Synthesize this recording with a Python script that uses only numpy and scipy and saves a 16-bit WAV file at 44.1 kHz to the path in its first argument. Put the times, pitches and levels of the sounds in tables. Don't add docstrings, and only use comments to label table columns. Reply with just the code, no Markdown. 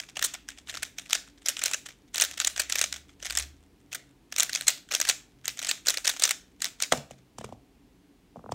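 import sys
import numpy as np
from scipy import signal
from scipy.fft import rfft, irfft, next_fast_len
from scipy.io import wavfile
from scipy.ndimage import uniform_filter1d

SR = 44100
rng = np.random.default_rng(int(sys.argv[2]) if len(sys.argv) > 2 else 0)


def wav_record(signal):
    frames = np.transpose(np.atleast_2d(signal))
    bounded = np.clip(frames, -1, 1)
    quanta = np.round(bounded * 32767).astype(np.int16)
    wavfile.write(sys.argv[1], SR, quanta)


N = 376613
TIME = np.arange(N) / SR

# (frequency [Hz], density [dB per Hz])
AIR_SPECTRUM = [(24, -31), (40, -8), (96, -18), (287, -18.5), (359, -17.5), (407, -18.5), (591, -29.5),
                (704, -27.5), (1280, -34.5), (2510, -34.5), (15500, -48)]
# (frequency [Hz], width [Hz], level [dB])
HUM_BANDS = [(49.4, 10, -71), (129.8, 3.2, -70.5), (184, 12, -72), (239, 18, -74.5), (283.7, 38, -66)]
# (time [s], firing rate [Hz], level [dB])
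ENGINE_PULLS = [
    [(0, 53.9, -75), (.45, 60.8, -68), (.78, 76.2, -59.5), (.92, 80, -65)],
    [(1.5, 86.7, -86.5), (2.2, 80.7, -66), (2.45, 64.2, -64), (2.8, 64, -59.5), (3.0, 72, -60),
     (3.2, 83, -67)],
    [(3.2, 50.9, -68), (3.33, 59, -49), (3.46, 69.6, -46.5), (3.56, 78, -63), (3.95, 90, -68.5)],
]
# (frequency [Hz], relative level [dB])
TABLE_MODES = [(330, -13.5), (480, -2), (720, 2), (1000, 0), (1300, -0.5), (1800, -21.5)]
# (frequency [Hz], relative level [dB])
BOOM_MODES = [(65, -6.5), (125, 6.5), (185, 2.5), (235, 8.5)]
# (time [s], peak level [dB], plastic tick [dB], boom [dB])
TABLE_KNOCKS = [(6.922, -9, 2.5, -22), (6.934, -18, -16, -13.5), (6.974, -38, 8.5, 3),
                (7.109, -35.5, 0.5, -8.5), (7.184, -61.5, 8, 6.5), (7.384, -30.5, -2.5, -7),
                (7.411, -31.5, -8, -12), (7.443, -28, -5, -12), (7.49, -40, -11, -3),
                (7.524, -32, -18.5, -8), (8.359, -31.5, -30, -39), (8.368, -37, -22, -1.5),
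                (8.393, -41, -26, -19), (8.441, -36, -41.5, -7), (8.461, -34.5, -36, -9),
                (8.492, -28.5, -40, -13), (8.52, -20, -9, -12.5)]
# (frequency [Hz], relative level [dB])
SHELL_MID_MODES = [(680, -20), (1420, -7.5), (1850, -3), (2250, 0), (2800, 3.5), (3350, 3)]
# (frequency [Hz], relative level [dB])
SHELL_TREBLE_MODES = [(4200, -1), (5100, -0.5), (6100, 7), (7200, 5), (8150, 1), (10200, -6.5), (12800, -4),
                      (14900, -9.5)]
# (time [s], level [dB], rattle length [ms])
SNAPS = [(0.0023, -25.5, 1.65), (0.0368, -36, 0.74), (0.0894, -39, 1.3), (0.1603, -33.5, 0.68),
         (0.1713, -25.5, 3.3), (0.194, -26.5, 0.85), (0.216, -32, 3.2), (0.2271, -18, 2.6),
         (0.2498, -20.5, 12), (0.3407, -30, 3), (0.351, -33, 3.6), (0.4891, -26, 1.24), (0.518, -43, 1.1),
         (0.5764, -42, 0.8), (0.588, -42, 0.81), (0.674, -40, 1.5), (0.6873, -31.5, 0.53),
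         (0.6978, -28, 3.6), (0.7275, -37.5, 0.8), (0.7422, -30.5, 1.4), (0.7495, -30.5, 1.5),
         (0.773, -26.5, 1.4), (0.826, -33.5, 1.1), (0.8311, -19, 1.5), (0.9865, -24.5, 2.1),
         (1.061, -39.5, 0.94), (1.099, -30, 1.4), (1.1086, -23.0, 0.96), (1.1317, -7, 0.92),
         (1.152, -19, 1.9), (1.278, -46, 1.1), (1.379, -53, 2), (1.42, -51, 2.1), (1.462, -21, 2.3),
         (1.4685, -24, 0.44), (1.4861, -11.0, 0.71), (1.4933, -24, 8.6), (1.569, -26.0, 1.15),
         (1.594, -26.5, 2.9), (1.6196, -27, 4.8), (1.6385, -13, 0.96), (1.6611, -17.0, 4.5),
         (1.6817, -23, 0.98), (1.7148, -26.5, 1.7), (1.7367, -19.5, 2.5), (1.746, -22.0, 4.2),
         (1.8625, -32, 1.75), (1.8894, -34.5, 1.05), (1.9073, -41, 1), (2.1459, -23.5, 1.65),
         (2.159, -17, 0.53), (2.1822, -18, 1.4), (2.201, -19, 3.3), (2.2129, -16.0, 2.5),
         (2.2223, -12.5, 3.8), (2.2395, -22, 3.5), (2.2503, -23.5, 2.2), (2.2866, -41.5, 2.7),
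         (2.3076, -45.5, 5.2), (2.3132, -30.5, 1), (2.3394, -35.0, 0.45), (2.378, -29.5, 4.4),
         (2.402, -13.5, 1), (2.418, -26, 5.2), (2.449, -16.5, 2.2), (2.474, -14.5, 2.44),
         (2.564, -28.5, 2.8), (2.579, -18.5, 0.38), (2.6, -17.5, 5.4), (2.6098, -25, 0.44),
         (2.619, -23.5, 1.3), (2.6997, -23.5, 2.6), (2.7246, -15, 1.04), (2.757, -18.5, 2),
         (2.7762, -28, 0.91), (2.7859, -15, 0.61), (2.7924, -21, 2.7), (2.8157, -11.5, 1.8),
         (2.842, -18.0, 2.9), (2.9273, -19, 1.2), (2.9625, -31, 1.3), (3.095, -49, 3.1),
         (3.2036, -44.5, 1.1), (3.228, -29.0, 1.8), (3.2497, -27.0, 0.83), (3.2568, -27.5, 0.6),
         (3.2645, -21, 0.33), (3.3008, -26.5, 1.6), (3.3081, -20.5, 0.93), (3.3255, -24.5, 0.68),
         (3.353, -23, 1.2), (3.3738, -15.5, 1.46), (3.3878, -19.5, 2.3), (3.3988, -21, 0.71),
         (3.425, -28.0, 0.87), (3.9211, -36, 1.1), (3.9302, -26.5, 1.5), (3.9516, -28.0, 4.7),
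         (4.3256, -27.5, 1.8), (4.364, -20.5, 0.67), (4.386, -21, 5.4), (4.3997, -13, 2.5),
         (4.4056, -10.5, 1.4), (4.4252, -22.5, 2.3), (4.4327, -16, 2), (4.4958, -25.5, 1.5),
         (4.5322, -19, 0.96), (4.5409, -28, 0.79), (4.551, -15, 1.1), (4.5596, -21, 2.7),
         (4.5739, -29, 2.4), (4.6115, -20.5, 1.2), (4.672, -24.5, 4), (4.683, -8.5, 3.1),
         (4.6937, -20, 1.6), (4.7045, -22, 1.5), (4.777, -41, 1.3), (4.89, -42, 1.4), (4.9168, -27.5, 7.8),
         (4.9232, -22, 1.4), (4.9406, -23, 4.7), (4.951, -12.5, 1.8), (5.0022, -17.5, 1.6),
         (5.0157, -14.5, 2), (5.0526, -23.5, 1.9), (5.074, -27.5, 3.3), (5.081, -27.5, 2.5),
         (5.0919, -16, 4.1), (5.0991, -13, 3.1), (5.4462, -40, 1.5), (5.457, -23, 0.96),
         (5.4808, -13, 0.62), (5.493, -30, 3.6), (5.5746, -35.5, 1.5), (5.593, -23.5, 1.9),
         (5.6186, -31, 2.7), (5.6288, -21, 0.49), (5.637, -39, 1.3), (5.6485, -24, 1.3), (5.6709, -23.5, 1),
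         (5.6946, -20.5, 8.4), (5.714, -15.5, 1.8), (5.7776, -44, 1.6), (5.854, -42, 1.5),
         (5.862, -34, 2.7), (5.8711, -16.0, 1.3), (5.8863, -12, 3.3), (5.8991, -21, 3), (5.9054, -17.5, 2),
         (5.942, -25, 0.98), (5.9742, -20.0, 2.3), (6.051, -26, 6.4), (6.056, -22.0, 1.2),
         (6.0708, -17.5, 0.47), (6.0776, -13, 2.3), (6.089, -25, 0.99), (6.0961, -20.5, 4),
         (6.1, -18.5, 2.2), (6.1395, -33.5, 1.8), (6.166, -32.5, 1.5), (6.1992, -24, 2.3),
         (6.2236, -17.5, 2.3), (6.239, -10.5, 2.8), (6.2545, -16.5, 2.7), (6.278, -21.5, 1.6),
         (6.2932, -17, 1), (6.3106, -16.5, 2.5), (6.6054, -39.5, 1.3), (6.622, -21.5, 3.6),
         (6.645, -16, 0.74), (6.6553, -16, 0.41), (6.8036, -24.5, 1.1), (6.8247, -15, 1.95),
         (6.837, -24.5, 5.3)]
# (time [s], balance [dB])
TREBLE_BALANCE = [(0.2, 0), (2.4, 3.5), (6.8, 6.5)]
# (frequency [Hz], width [Hz], share added [ratio])
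CLATTER_COLOUR = [(930, 500, -0.41), (7600, 1400, 0.26)]

AIR_DB = -62.5
ROOM_T60_S, ROOM_TREBLE_T60_S, ROOM_DB = 0.33, 0.28, -16
SHELL_CYCLES, TABLE_CYCLES, BOOM_CYCLES = 8, 9, 30
TABLE_LAG_S = 0.0017
SHAKE_RISE_S, SHAKE_FALL_S = 0.002, 0.0066
MEDIUM_DB = -24
TREBLE_PER_DB = 0.66
TREBLE_SCATTER_DB = 2.5
CEILING = 1.6
TOP_HZ = 15750


def undb(db):
    return 10 ** (np.asarray(db) / 20)


def unit(x):
    return x / np.sqrt(np.mean(x ** 2, axis=-1, keepdims=True))


def add(track, s, sound):
    i = max(int(s * SR), 0)
    track[i:i + len(sound)] += sound[:len(track) - i]


def shaped_noise(gain_of_hz):
    size = next_fast_len(N)
    hz = np.arange(1, size // 2 + 2) * SR / size
    spectrum = rfft(rng.standard_normal(size)) * gain_of_hz(hz)
    return unit(irfft(spectrum, size)[:N])


def ring(modes, cycles, count, size):
    hz, db = np.transpose(modes)[:, None, :, None]
    chance = rng.standard_normal((count, len(modes), 2))
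    turns = hz * (1 + .07 * chance[..., :1]) * np.arange(size) / SR
    gain = undb(db + 2.5 * chance[..., 1:])
    sign = (-1) ** np.arange(len(modes))[:, None]
    decay = 1000. ** (-turns / cycles)
    return np.sum(sign * gain * np.sin(2 * np.pi * turns) * decay, axis=1)


def impacts(shape, per_s, spread_db):
    hit = rng.random(shape) < per_s / SR
    sign = np.sign(rng.random(shape) - .5)
    return hit * sign * undb(spread_db * np.minimum(rng.exponential(size=shape), 3))


def thin(x):
    x = signal.sosfilt(signal.butter(3, 500, "high", fs=SR, output="sos"), x)
    for hz, width_hz, share in CLATTER_COLOUR:
        x = x + share * signal.lfilter(*signal.iirpeak(hz, hz / width_hz, fs=SR), x)
    return x


def through_table(modes, cycles, count):
    size = 16384
    hz = np.arange(size // 2 + 1) * SR / size
    push = 1 / (1 + (hz / 1600) ** 4)
    travel = np.exp(-2j * np.pi * TABLE_LAG_S * (2 * np.sqrt(1000 * hz) - hz / 2))
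    sound = irfft(rfft(ring(modes, cycles, count, size)) * push * travel)
    return sound[:, :size * 7 // 8]


def place_at_knocks(sounds, peak_db):
    out = np.zeros(N)
    for knock, gain, sound in zip(TABLE_KNOCKS, undb(peak_db), sounds):
        add(out, knock[0] - .001, gain * sound / np.abs(sound).max())
    return out


def air():
    hz0, db0 = np.transpose(AIR_SPECTRUM)
    out = undb(AIR_DB) * shaped_noise(lambda hz: undb(np.interp(np.log(hz), np.log(hz0), db0)))
    for mid_hz, width_hz, db in HUM_BANDS:
        out += undb(db) * shaped_noise(lambda hz: 1 / (1 + (2 * (hz - mid_hz) / width_hz) ** 2))
    return out


def engine():
    out = 0
    for pull in ENGINE_PULLS:
        s, hz, db = np.transpose(pull)
        gain = uniform_filter1d(undb(np.interp(TIME, s, db, -120, -120)), 3000)
        turns = np.cumsum(np.interp(TIME, s, hz)) / SR
        out = out + np.sqrt(2) * gain * np.sin(2 * np.pi * turns)
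    flutter = shaped_noise(lambda hz: 1 / (1 + (hz / 8) ** 2))
    return out * (1 + 0.27 * flutter)


def room(dry):
    t = np.arange(SR // 2) / SR
    density = np.clip((t / .03) ** 2, 0, 1)
    echoes = rng.standard_normal(len(t)) * (rng.random(len(t)) < density)
    low = signal.sosfilt(signal.butter(2, 5000, fs=SR, output="sos"), echoes)
    tail = low * 1000. ** (-t / ROOM_T60_S) + (echoes - low) * 1000. ** (-t / ROOM_TREBLE_T60_S)
    return undb(ROOM_DB) * signal.fftconvolve(dry, tail / np.sqrt(np.sum(tail ** 2)))[:N]


def knocks():
    s, db, tick_db, boom_db = np.transpose(TABLE_KNOCKS)
    knock = place_at_knocks(through_table(TABLE_MODES, TABLE_CYCLES, len(s)), db)
    boom = place_at_knocks(through_table(BOOM_MODES, BOOM_CYCLES, len(s)), db + boom_db)
    return knock + boom


def contact_ticks():
    s, db, tick_db, boom_db = np.transpose(TABLE_KNOCKS)
    t = np.arange(441) / SR
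    contact = impacts((len(s), len(t)), 19000, 0.48) * t * np.exp(-t / 0.002)
    bodies = ring(SHELL_MID_MODES + SHELL_TREBLE_MODES, SHELL_CYCLES, len(s), size=600)
    tick = signal.fftconvolve(contact, bodies, axes=1)
    return place_at_knocks(thin(tick), db + tick_db)


def loose_pieces():
    clack_s, clack_db, _ = np.transpose(SNAPS)
    knock_s, knock_db, tick_db, _ = np.transpose(TABLE_KNOCKS)
    s = np.concatenate([clack_s, knock_s])
    db = np.concatenate([clack_db, knock_db + tick_db - 8])
    energy = np.zeros(N)
    energy[(s * SR).astype(int)] = undb(1.496 * db)
    t = np.arange(-4410, 4410) / SR
    spread = np.exp(np.where(t < 0, t / SHAKE_RISE_S, -t / SHAKE_FALL_S))
    shake = np.sqrt(np.abs(signal.fftconvolve(energy, spread, "same")))
    bodies = ring(SHELL_MID_MODES + SHELL_TREBLE_MODES, SHELL_CYCLES, count=4, size=900)
    bodies = bodies / np.linalg.norm(bodies, axis=1, keepdims=True)
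    ticks = undb(-18.5) * shake * unit(impacts((len(bodies), N), 200, 5.4)) / 2
    ticks += undb(-47) * (TIME < knock_s[0]) * impacts(ticks.shape, 7, 1.3)
    return thin(signal.fftconvolve(ticks, bodies, axes=1).sum(axis=0)[:N])


def clacks():
    s, db, ms = np.transpose(SNAPS)
    treble_db = np.interp(s, *np.transpose(TREBLE_BALANCE)) + TREBLE_PER_DB * (db - MEDIUM_DB)
    treble_db = treble_db + TREBLE_SCATTER_DB * rng.standard_normal(len(s))
    t = np.arange(-441, 882) / SR
    late = t / (ms[:, None] / 1000) + 0.12
    rise = np.exp(-(late / 0.64) ** 2)
    fall = np.exp(-(np.abs(late) / 0.79) ** 0.84)
    swell = np.where(late < 0, rise, fall)
    blows = swell * impacts(swell.shape, 16000, 4.0)
    level = undb(db) * np.sqrt(ms / 50)
    both = np.sqrt(undb(treble_db) + undb(-treble_db))
    out = np.zeros(N + SR)
    for modes, share_db in ((SHELL_MID_MODES, -treble_db / 2), (SHELL_TREBLE_MODES, treble_db / 2)):
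        bodies = ring(modes, SHELL_CYCLES, len(s), size=600)
        sounds = unit(signal.fftconvolve(blows, bodies, axes=1))
        for start, gain, sound in zip(s, level * undb(share_db) / both, sounds):
            add(out, start, gain * sound)
    return thin(out[463:N + 463])


def scene():
    rest = loose_pieces() + knocks()
    walls = sum(room(clacks() + contact_ticks() + rest) for _ in range(3)) / np.sqrt(3)
    return (clacks() + contact_ticks() + rest + walls + engine() + air())[None]


def record(dry):
    heard = signal.sosfilt(signal.butter(4, 38, "high", fs=SR, output="sos"), dry)
    rounded = CEILING * np.tanh(heard / CEILING)
    return signal.sosfilt(signal.ellip(10, .2, 70, TOP_HZ, fs=SR, output="sos"), rounded)


dry = scene()
out = record(dry)
wav_record(out)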